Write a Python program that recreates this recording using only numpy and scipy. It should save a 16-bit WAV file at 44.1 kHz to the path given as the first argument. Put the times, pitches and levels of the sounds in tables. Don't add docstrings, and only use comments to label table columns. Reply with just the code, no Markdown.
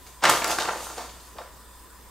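import sys
import numpy as np
from scipy import signal
from scipy.fft import rfft, irfft
from scipy.io import wavfile
from scipy.ndimage import uniform_filter1d

SR = 44100
rng = np.random.default_rng(int(sys.argv[2]) if len(sys.argv) > 2 else 0)


def how_loud(loudness_db):
    steps = np.asarray(loudness_db, float) / 20
    return 10 ** steps


def store_wav(level_fs):
    pcm = np.round(np.clip(np.atleast_2d(level_fs), -1, 1) * 32767)
    wavfile.write(sys.argv[1], SR, pcm.T.astype(np.int16))


N = 92610


def evened(x):
    return x / np.sqrt(np.mean(x ** 2) + 1e-20)


def read(points, hz):
    table_hz, value = np.transpose(points)
    return np.interp(np.log(hz + 1), np.log(table_hz + 1), value)


def colour(x, points):
    level_db = np.maximum(read(points, abs(np.fft.fftfreq(4096, 1 / SR))), -90)
    log_gain = np.log(how_loud(level_db))
    taps = np.fft.ifft(np.exp(np.conj(signal.hilbert(log_gain)))).real[:2048]
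    return signal.oaconvolve(x, taps / np.linalg.norm(taps))[:N]


def resonate(x, hz, width):
    radius = np.exp(-np.pi * width / SR)
    pole = radius * np.exp(2j * np.pi * hz / SR)
    return 2 * signal.lfilter([1 - radius], [1, -pole], x).real


def wander(per_s):
    size = int(SR / per_s)
    smooth = uniform_filter1d(rng.standard_normal(N), size)
    return evened(uniform_filter1d(smooth, size))


def air():
    # (frequency [Hz], level [dB])
    spectrum = [(12, -45), (20, -21.5), (65, -0.5), (86, -14.5), (410, -15.5), (759, -23), (1000, -14.5),
                (2140, -27), (16000, -27.5)]
    # (frequency [Hz], likeness [0 to 1])
    likeness = [(60, 0.68), (180, 0.69), (550, 0.75), (1650, 0.92), (4970, 0.47), (15000, 0.32)]
    frames, hz = N // 256 + 5, np.fft.rfftfreq(1024, 1 / SR)
    a, b, c, d, patches = rng.standard_normal((frames, 513, 5)).T
    patches = uniform_filter1d(patches, size=10, axis=0)
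    patches = evened(uniform_filter1d(patches, size=12, axis=1))
    same = np.clip(read(likeness, hz), -1, 1)[:, None]
    left = a + 1j * b
    right = same * left + np.sqrt(1 - same ** 2) * (c + 1j * d)
    z = np.array([left, right]) * how_loud(read(spectrum, hz)[:, None] + 1.5 * patches)
    hiss = signal.istft(z, nperseg=1024, noverlap=768)[1][:, :N]
    return how_loud(-50) * evened(hiss)


def appliance():
    # (frequency [Hz], width [Hz], level [dB])
    whistles = [(1005, 62, -1.5), (1800, 190, -10), (3540, 29, -13.5), (5010, 55, -11), (7200, 60, -8.5),
                (7640, 27, -13), (8160, 35, -8), (8370, 43, -9.5), (10600, 80, -24), (12000, 83, -25),
                (12600, 65, -17), (13600, 67, -36)]
    hum_hz, hum_db, whine_db = 60, -53, -57.5
    tone = np.sqrt(2) * np.sin(2 * np.pi * hum_hz * np.arange(N) / SR + 0.81)
    hum = tone * how_loud(hum_db + 0.68 * wander(6.5))
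    rumble = how_loud(-70) * np.array([[1], [-1]]) * wander(90)
    noise = rng.standard_normal((3, N))
    pair = noise[0] + 0.62 * noise[1:]
    whine = np.zeros((2, N))
    for hz, width, db in whistles:
        whistle = evened(resonate(resonate(pair, hz, width), hz, width))
        whine += how_loud(db + 0.79 * wander(9.7)) * whistle
    return hum + rumble + how_loud(whine_db) * whine


def grains(per_s, spread_db):
    size = how_loud(spread_db * np.minimum(rng.exponential(size=N), 4)) * rng.choice([-1., 1.], N)
    return evened(size * (rng.random(N) < per_s / SR))


def crunch():
    # (frequency [Hz], level [dB])
    spectrum = [(59, -51.5), (100, -15.5), (434, -2), (940, 1), (1720, -7), (2110, -12), (2450, -10),
                (7180, -18), (9000, -24), (11700, -70), (19800, -120)]
    # (time [s], level [dB])
    pressure = [(.055, -62), (.075, -56), (.21, -71), (.226, -28.5), (.24, -20.5), (.31, -23), (.405, -37),
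                (.51, -30), (.578, -42), (.592, -33), (.675, -34.5), (.72, -44.5), (.96, -47.5), (1.0, -40),
                (1.06, -50), (1.34, -63), (1.4, -49), (1.56, -77)]
    press_db = np.interp(np.arange(N) / SR, *np.transpose(pressure))
    packed = grains(per_s=1500, spread_db=1.5) * how_loud(press_db + 2.2 * wander(90))
    return colour(packed, spectrum)


def fizz():
    # (frequency [Hz], level [dB])
    spectrum = [(1200, -23), (2500, 4.5), (4000, 3), (7000, 9), (9000, 4.5), (12000, 1), (16000, -16.5)]
    # (time [s], level [dB])
    slide = [(.055, -60), (.072, -45.5), (.22, -86), (.24, -37), (.29, -36), (.31, -28), (.43, -63),
             (.46, -38), (.52, -32), (.578, -43), (.6, -41), (.74, -44.5), (.84, -39.5), (.95, -48.5),
             (.99, -44.5), (1.15, -55), (1.25, -52), (1.45, -76)]
    # (frequency [Hz], width [Hz], level [dB])
    folds = [(3080, 1500, -12.5), (4640, 360, -10.5), (6500, 850, -12.5), (8500, 300, -17.5),
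             (11500, 510, -20), (13500, 870, -24)]
    loose = grains(per_s=7200, spread_db=3.5) * how_loud(1.8 * wander(120))
    ringing = np.zeros(N)
    for hz, width, db in folds:
        ringing += evened(resonate(loose, hz, width)) * how_loud(db + 4.84 * wander(30))
    slide_db = np.interp(np.arange(N) / SR, *np.transpose(slide))
    return how_loud(slide_db - 7) * (colour(loose, spectrum) + ringing)


def rattle(events, width, fade):
    out, t = np.zeros(N), np.arange(3000) / SR
    shape = (len(events), 3000)
    slips = rng.standard_normal(shape) * how_loud(2.24 * rng.exponential(size=shape))
    for (s, db, hz, ms), slip in zip(events, slips):
        u = 1000 * t / max(ms, .5)
        push = slip * u * np.exp(-fade * u)
        body = resonate(resonate(push, hz, width * hz), hz, 1.97 * width * hz)
        at = round(s * SR)
        out[at:at + 3000] += how_loud(db) * np.sqrt(ms * 12) * body / np.linalg.norm(body)
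    return out


def cracks():
    # (time [s], level [dB], frequency [Hz], length [ms])
    creases = [(.207, -46, 2500, 3), (.228, -39, 4000, 2), (.237, -19.5, 6500, 3.4), (.252, -13, 3500, 4),
               (.2958, -9.5, 8750, 0.73), (.2985, -8.5, 6550, 1.8), (.372, -19.5, 2980, 1.7),
               (.443, -14, 5160, 2), (.477, -24, 11900, 2.8), (.505, -25.5, 6500, 14),
               (.513, -19, 3300, 3.5), (.525, -24, 4500, 1.1), (.586, -21.5, 4270, 3.7),
               (.598, -24, 3950, 10.3), (.621, -23, 3470, 3.6), (.686, -36, 3500, 2.3),
               (.867, -39, 2200, 1.8), (.979, -34, 4630, 7), (1.279, -50, 4000, 1.6),
               (.063, -45.5, 1970, 8), (1.09, -42, 2560, 11), (1.2, -49, 3500, 8.6),
               (1.384, -32.5, 2770, 1.6)]
    no_lows = signal.butter(2, 1500, "high", fs=SR)
    return signal.lfilter(*no_lows, rattle(creases, width=0.8, fade=2.54))


def thuds():
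    # (time [s], level [dB], frequency [Hz], length [ms])
    lumps = [(.237, -11.5, 1360, 6), (.252, -7, 1540, 4.4), (.2958, -8, 1160, 2.9), (.31, -17, 1050, 5.4),
             (.419, -17, 1300, 3), (.443, -16, 1190, 4.3), (.5, -21, 1070, 4.6), (.523, -20, 900, 1.2),
             (.584, -13.5, 1110, 4.1), (.621, -25, 1280, 2), (.653, -18.5, 930, 2.3),
             (.686, -14, 1020, 4.4), (.704, -22.5, 880, 7), (.725, -30.5, 826, 13), (.885, -37.5, 840, 6.8),
             (.755, -24, 770, 5.8), (.804, -26.5, 830, 4), (.866, -27.5, 810, 4.2), (.976, -25.5, 694, 9.5),
             (1.354, -37.5, 342, 7.3), (1.384, -26.5, 850, 4.6), (1.397, -34.5, 624, 12),
             (1.435, -44, 1170, 6.1), (1.472, -42, 1130, 4.8), (1.41, -38, 1320, 6.6)]
    no_lows = signal.butter(2, 220, "high", fs=SR)
    return signal.lfilter(*no_lows, rattle(lumps, width=0.72, fade=1.52))


def tail(bands, start_s):
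    taps = np.zeros(SR // 2)
    at = np.arange(0, SR // 2 - 20, 20)
    taps[at + rng.integers(0, 20, len(at))] = rng.choice([-1., 1.], len(at))
    hz, t, z = signal.stft(taps, SR, nperseg=256)
    t60 = np.maximum(read(bands, hz), .03)[:, None]
    echoes = signal.istft(z * how_loud(-60 * t / t60), SR, nperseg=256)[1]
    silence = np.zeros(round(start_s * SR))
    return np.r_[silence, echoes / np.linalg.norm(echoes)]


def in_kitchen(near):
    # (frequency [Hz], time to fall 60 dB [s])
    decay = [(200, 0.37), (1000, 0.39), (4000, 0.46), (12000, 0.54)]
    # (frequency [Hz], side level below mid [dB])
    spread = [(60, -10), (110, -13), (200, -12), (380, -17.5), (700, -14), (1290, -17.5), (2380, -10),
              (4400, -5.5), (8120, -2), (15000, -2)]
    wet_db, direct_side_db = -2, -9
    mid = near + how_loud(wet_db) * signal.fftconvolve(near, tail(decay, .004))[:N]
    side_echo = signal.fftconvolve(near, tail(decay, .002))[:N]
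    apart = 1j * how_loud(direct_side_db) * rfft(near) + rfft(side_echo)
    side_db = read(spread, np.fft.rfftfreq(N, 1 / SR)) - 1.0
    side = irfft(apart * how_loud(side_db), N)
    return np.array([mid + side, mid - side])


def scene():
    background = air() + appliance()
    near = crunch() + fizz() + cracks() + thuds()
    return background + in_kitchen(near)


def roll_off(x):
    return signal.sosfilt(signal.butter(12, 16980, fs=SR, output="sos"), x)


def record(dry):
    edge = signal.firwin(401, 15760, window=("kaiser", 9), fs=SR)
    mix = signal.oaconvolve(dry, edge[None], "same")
    return roll_off(mix)


dry = scene()
out = record(dry)
store_wav(out)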